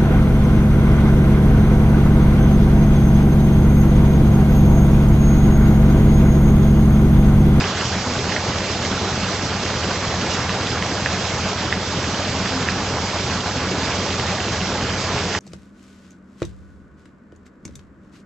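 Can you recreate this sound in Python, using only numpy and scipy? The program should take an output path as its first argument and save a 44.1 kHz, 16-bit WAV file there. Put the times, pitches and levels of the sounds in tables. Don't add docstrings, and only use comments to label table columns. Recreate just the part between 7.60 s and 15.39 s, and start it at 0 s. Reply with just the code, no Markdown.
import sys
import numpy as np
from scipy import signal
from scipy.fft import irfft
from scipy.io import wavfile
from scipy.ndimage import uniform_filter1d

SR = 44100
rng = np.random.default_rng(int(sys.argv[2]) if len(sys.argv) > 2 else 0)


def inscribe(sig):
    pcm = np.round(np.clip(np.atleast_2d(sig).T, -1, 1) * 32767)
    wavfile.write(sys.argv[1], SR, pcm.astype(np.int16))


N = 343539


def gain_of(db):
    return 10 ** (np.asarray(db) / 20)


def evened(x):
    return x / np.sqrt(np.mean(x ** 2) + 1e-20)


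def read(points, hz):
    f, value = np.transpose(points)
    return np.interp(np.log(hz + 1), np.log(f + 1), value)


def add(mix, start_s, sound):
    part = mix[..., max(round(start_s * SR), 0):][..., :sound.shape[-1]]
    part += sound[..., :part.shape[-1]]


def drift(t, slow_hz, fast_hz):
    rates_hz = np.geomspace(slow_hz, fast_hz, 20)
    return evened(sum(np.sin(2 * np.pi * (f * t + rng.random())) / np.sqrt(f) for f in rates_hz))


def chamber(x, t60_s):
    t = np.arange(SR // 2) / SR
    tail = rng.standard_normal(len(t)) * gain_of(-60 * t / t60_s)
    return signal.fftconvolve(x, tail / np.linalg.norm(tail))[:N]


def resonance(hz, centre_hz, width_hz):
    return 1 / (1 + 1j * (hz / centre_hz - centre_hz / hz) * centre_hz / width_hz)


# middle in seconds, length in seconds, churn change in dB, spray change in dB.
LOUDNESS_BENDS = [(0.208, .16, 1, 1.5), (0.369, .1, -1.5, -1), (0.748, .2, -1, 1.5), (1.35, .2, 1.5, 0),
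                  (1.91, .1, -1, -1.8), (2.313, .12, 2.5, 1.2), (2.384, .07, -2.5, -1), (2.72, 0.23, .8, 1),
                  (2.93, .14, 2, -0.5), (3.96, .08, -1.5, -2.5), (4.17, 0.4, -2.2, -0.8),
                  (4.708, .08, -2.5, 0.5), (4.85, .16, 1.5, 1.3), (5.83, .1, -2.5, -2),
                  (6.22, 0.44, 3, -0.1), (7.591, .1, 3, 0)]


def loudness_db(t, restless_db):
    level_db = restless_db * np.array([drift(t, 0.698, 8), drift(t, 0.679, 8)])
    for middle_s, length_s, churn_db, spray_db in LOUDNESS_BENDS:
        arch = np.cos(np.pi * np.clip((t - middle_s) / length_s, -.5, .5)) ** 2
        level_db += np.outer([churn_db, spray_db], arch)
    return level_db[:, :, None]


# frequency in Hz, relative level in dB.
RUSH_SPECTRUM = [(20, -39), (45, -19), (85, -3.5), (150, -0.5), (190, 1), (245, 3.5), (305, -1), (370, 1.4),
                 (460, -1.5), (590, -1.4), (750, -3.5), (1100, -4.5), (1900, -7), (2300, -8), (3700, -10),
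                 (5000, -7.5), (7200, -14)]
# frequency in Hz, likeness from 0 to 1.
PORT_LIKENESS = [(200, 1), (900, 1), (1600, 1), (2300, 0.9), (3200, 0.52), (3900, 0.3), (4400, 0.44),
                 (7500, 0.79)]
# frequency in Hz, left over right in dB.
PORT_LEAN = [(900, 0), (1600, -2.5), (2300, -2.5), (3400, -8), (4600, -4), (5600, -7), (7000, -1)]
# frequency in Hz, lead of the left in radians.
PORT_LEAD = [(2600, 0), (3600, -.4), (4200, -0.49), (5300, -1), (6700, 0.059), (7300, -0.91)]
RUSH_RMS_DB = -23.5


def rush(churn_patch_db=1.67, spray_patch_db=1.17, churn_flicker_db=0.8, spray_flicker_db=0.54):
    size, hop = 1024, 256
    frames, hz = N // hop + 5, np.fft.rfftfreq(size, 1 / SR)
    t = np.arange(frames) * hop / SR
    a, b, c, d, patches = rng.standard_normal((5, frames, len(hz)))

    patches = uniform_filter1d(patches, size=10, axis=0)
    patches = evened(uniform_filter1d(patches, size=16, axis=1))
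    churn_level, spray_level = loudness_db(t, restless_db=0.44)
    churn_db = churn_patch_db * patches + churn_level + churn_flicker_db * drift(t, 6, 45)[:, None]
    spray_db = spray_patch_db * patches + spray_level + spray_flicker_db * drift(t, 6, 45)[:, None]
    spray_share = read([(1500, 0.11), (3500, 1)], hz)
    field_db = read(RUSH_SPECTRUM, hz) + (1 - spray_share) * churn_db + spray_share * spray_db

    same = np.clip(read(PORT_LIKENESS, hz), -1, 1)
    left = a + 1j * b
    right = same * left + np.sqrt(1 - same ** 2) * (c + 1j * d)
    right = right * np.exp(-1j * read(PORT_LEAD, hz))
    lean = gain_of(read(PORT_LEAN, hz) / 2)
    stereo = np.array([left * lean, right / lean]) * gain_of(field_db)
    sound = signal.istft(stereo.swapaxes(1, 2), nperseg=size, noverlap=size - hop)[1][:, :N]
    return gain_of(RUSH_RMS_DB) * evened(sound)


# time into the cycle in seconds, relative level in dB, strongest frequency in Hz, width in Hz.
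ENGINE_THUMPS = [(.0083, -4.3, 136, 12), (.0361, -2.4, 129, 12), (.0471, -5.3, 80, 50),
                 (.0918, -17.2, 190, 64), (.1519, -2.6, 78, 20), (.2049, -9.1, 92, 53),
                 (.241, -24, 190, 12), (.2492, 2.2, 114, 12), (.2622, -2.6, 82, 30),
                 (.2708, -17.5, 216, 47), (.3111, 1.5, 81, 12)]
# frequency in Hz, width in Hz, level over the direct sound in dB.
ENGINE_RESONANCES = [(56.5, 4.2, 10.7), (94.3, 6.9, 19.3), (123.7, 6.7, 20.2), (188.2, 21, 24)]
# time in seconds, lag in seconds.
GOVERNOR_LAG = [(0, .0018), (1.1, -.0014), (2.1, -.0008), (2.9, .0014), (3.9, -.0002), (5.3, .0009),
                (6.8, -.0012), (7.7, .0002)]
CYCLE_HZ, ENGINE_DB = 3.1536, -28.15


def engine():
    size, uneven_db = 8192, .25
    hz = np.arange(1, size // 2) * CYCLE_HZ
    blows = sum(gain_of(db) * resonance(hz, f, width) * np.exp(-2j * np.pi * hz * s)
                for s, db, f, width in ENGINE_THUMPS)
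    body = 1 + sum(gain_of(db) * resonance(hz, f, width) for f, width, db in ENGINE_RESONANCES)
    cycle = irfft(np.r_[0, blows * body], size)
    t = np.arange(N) / SR
    turns = (t - np.interp(t, *np.transpose(GOVERNOR_LAG))) * CYCLE_HZ
    sound = np.interp(turns, np.arange(size) / size, cycle, period=1)
    return gain_of(ENGINE_DB + uneven_db * drift(t, 0.97, 14)) * evened(sound)


def bubbles(rms_db, low_hz, high_hz, base_per_s, decay_cycles, spread_db, wet, clump_db, sizes=30):
    out = np.zeros((2, N))
    spurts = gain_of(clump_db * drift(np.arange(N) / SR, 5, 50))
    for hz in np.geomspace(low_hz, high_hz, sizes):
        turns = np.arange(int(4 * decay_cycles * SR / hz)) * hz / SR
        age = turns / decay_cycles
        ring = np.sin(2 * np.pi * turns * (1 + 0.016 * age)) * np.exp(-age) * (1 - np.exp(-turns))
        births = np.flatnonzero(rng.random(N) < base_per_s * spurts / sizes / SR)
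        train = np.zeros(N)
        train[births] = gain_of(spread_db * np.minimum(rng.exponential(1, len(births)), 4))
        lean = gain_of(read(PORT_LEAN, hz) * np.array([[.5], [-.5]]))
        out += lean * signal.oaconvolve(train, ring)[:N]
    return gain_of(rms_db) * evened(out + wet * chamber(out.mean(0), t60_s=0.18))


# start in seconds, relative level in dB, pitch in Hz, bright overtone in dB.
NEAR_DROPS = [(.0093, -15.5, 1680, 5), (.0408, -15, 1880, 4), (.2108, -13, 1900, -2), (.2543, -19, 2050, 6),
              (.5907, -19.5, 2350, 6), (.6943, -14.5, 1790, -5), (.7218, -12.3, 1850, -7),
              (.7633, -9, 1950, -13), (1.0047, -16, 1850, -3), (1.2497, -15, 2080, -3),
              (2.0622, -15, 1830, -12), (2.3576, -15.5, 1850, -6), (2.8026, -16, 1950, -12),
              (2.8933, -12.2, 1780, -2), (3.0713, -18.5, 2350, 6), (3.2242, -11, 1940, -8),
              (3.4594, -6.4, 1760, -9), (4.1253, -6.3, 1880, -11), (4.4416, -13.8, 1790, -6),
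              (4.5441, -16, 3050, -15), (4.6502, -20.5, 2100, 6), (4.8576, -14, 1810, -6),
              (5.0861, -6.7, 1770, -8), (5.5879, -20.5, 2100, 6), (6.3178, -20.5, 2200, 6),
              (6.5039, -19.5, 2100, 6), (6.5969, -14, 1920, 0), (6.8028, -16.5, 1810, 6),
              (7.0056, -19.5, 1850, 6), (7.0145, -18.5, 1880, 6), (7.211, -19.5, 2000, 6),
              (7.2905, -20.5, 2100, 6), (7.7493, -10.6, 1880, -4)]
# multiple of the pitch, level in dB.
SMACK_MODES = [(.68, -12), (1, 0), (2, -20)]
# delay in seconds, level in dB.
WALL_ECHOES = [(.0043, -15), (.0117, -10.5)]
RIGHT_OVER_LEFT_DB = 4
DROPLETS, DROPLET_DB, DROPLET_HZ = 8, -21.5, (1550, 1950)
HOLLOW_DB, HOLLOW_T60_S = -14, .05


def drops(trim_db=-3.0, length_s=0.003, overtone=1.496, droplet_overtone_db=-3, crack_db=-23, wet_db=-9.5):
    out = np.zeros((2, N))
    loudest_db = max(row[1] for row in NEAR_DROPS)
    crack_band = signal.butter(2, [1500, 4200], "bandpass", fs=SR, output="sos")
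    droplets = [(when * N / SR, DROPLET_DB, np.interp(pitch, [0, 1], DROPLET_HZ), droplet_overtone_db)
                for when, pitch in rng.random(size=(DROPLETS, 2))]
    for start_s, db, hz, overtone_db in list(NEAR_DROPS) + droplets:
        heft = np.sqrt(gain_of((db - loudest_db) / 2))
        t = np.arange(int(length_s * heft * SR)) / SR
        modes = list(SMACK_MODES) + [(overtone, overtone_db)]
        ring = sum(gain_of(mode_db) * np.sin(2 * np.pi * ratio * hz * t) for ratio, mode_db in modes)
        noise = signal.sosfilt(crack_band, rng.standard_normal(SR // 20))[:len(t)]
        crack = gain_of(crack_db) * evened(noise)
        sides = gain_of(trim_db + db + RIGHT_OVER_LEFT_DB * np.array([[-.5], [.5]]))
        smack = (heft * ring + crack) * signal.windows.tukey(len(t), .4) * sides
        add(out, start_s, smack)

        after = np.arange(SR // 20) / SR
        fade = gain_of(trim_db + db + HOLLOW_DB - 60 * after / HOLLOW_T60_S)
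        add(out, start_s + len(t) / SR, heft * fade * np.sin(2 * np.pi * hz * after))
        for delay_s, echo_db in WALL_ECHOES:
            add(out, start_s + delay_s, gain_of(echo_db) * smack)
    return out + gain_of(wet_db) * chamber(out.mean(0), t60_s=0.17)


# middle in seconds, length in seconds, dry level in dB, middle bubble pitch in Hz.
WALL_SPLASHES = [(.032, .04, -37, 1050), (.172, .08, -38, 2800), (.222, .05, -35, 1350),
                 (0.331, .04, -38, 1550), (.465, .04, -35, 1050), (.72, .02, -35, 1950),
                 (1.635, .06, -38, 3600), (2.085, .08, -37, 1800), (2.309, .05, -34, 1400),
                 (2.446, .05, -34.5, 1300), (2.665, .06, -36, 2500), (2.722, .07, -36, 3500),
                 (2.79, .06, -35, 1200), (3.068, .025, -38, 3200), (5.56, .06, -35, 750),
                 (6.318, .06, -39, 2700), (6.53, .08, -39.5, 3400)]


def splashes(decay_cycles=1.8, spread_db=2.0, octaves=.4, wet=0.46, count=90):
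    out = np.zeros((2, N))
    t = np.arange(SR // 50) / SR
    for middle_s, length_s, db, hz in WALL_SPLASHES:
        shower = np.zeros(int(length_s * SR) + len(t))
        for early, late, pitch, size in rng.random((count, 4)):
            turns = t * hz * 2 ** (octaves * (2 * pitch - 1))
            ring = np.sin(2 * np.pi * turns) * np.exp(-turns / decay_cycles) * (1 - np.exp(-turns))
            loudness = gain_of(-spread_db * np.log(1 - size))
            add(shower, length_s * (early + late) / 2, loudness * ring)
        sides = gain_of(db + read(PORT_LEAN, hz) * np.array([[.5], [-.5]]))
        add(out, middle_s - length_s / 2, sides * evened(shower))
    return out + wet * chamber(out.mean(0), t60_s=0.16)


# start in seconds, peak in dB, pitch in Hz, length in seconds.
CULVERT_GULPS = [(0.396, -28, 247, 0.24), (0.561, -27, 397, .08), (4.68, -30, 268, .16),
                 (4.831, -25.5, 264.5, 0.24), (5.919, -28, 265, .1), (6.16, -27, 268, .12),
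                 (7.53, -27, 412, 0.11)]


def gulps(waver=0.015):
    out = np.zeros(N)
    for start_s, db, hz, length_s in CULVERT_GULPS:
        t = np.arange(int(length_s * SR)) / SR
        turns = np.cumsum(hz * (1 + waver * drift(t, 5.7, 40))) / SR
        add(out, start_s, gain_of(db) * np.hanning(len(t)) * np.sin(2 * np.pi * turns))
    return out


def scene():
    gurgle = bubbles(rms_db=-32.5, low_hz=397.5, high_hz=1602, base_per_s=450, decay_cycles=3.2,
                     spread_db=3.0, wet=0.39, clump_db=3)
    spatter = bubbles(rms_db=-34.6, low_hz=1000, high_hz=4530, base_per_s=700, decay_cycles=2.0,
                      spread_db=3.0, wet=.4, clump_db=3.5)
    crackle = bubbles(rms_db=-41.5, low_hz=2800, high_hz=6500, base_per_s=200, decay_cycles=1.3,
                      spread_db=4, wet=.2, clump_db=4.5, sizes=12)
    water = rush() + gurgle + spatter + crackle
    return water + engine() + drops() + splashes() + gulps()


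def record(dry):
    cutoff_hz = 7750
    low_pass = signal.firwin(121, cutoff_hz, window=("kaiser", 8), fs=SR)
    return signal.oaconvolve(dry, low_pass[None], "same")


dry = scene()
out = record(dry)
inscribe(out)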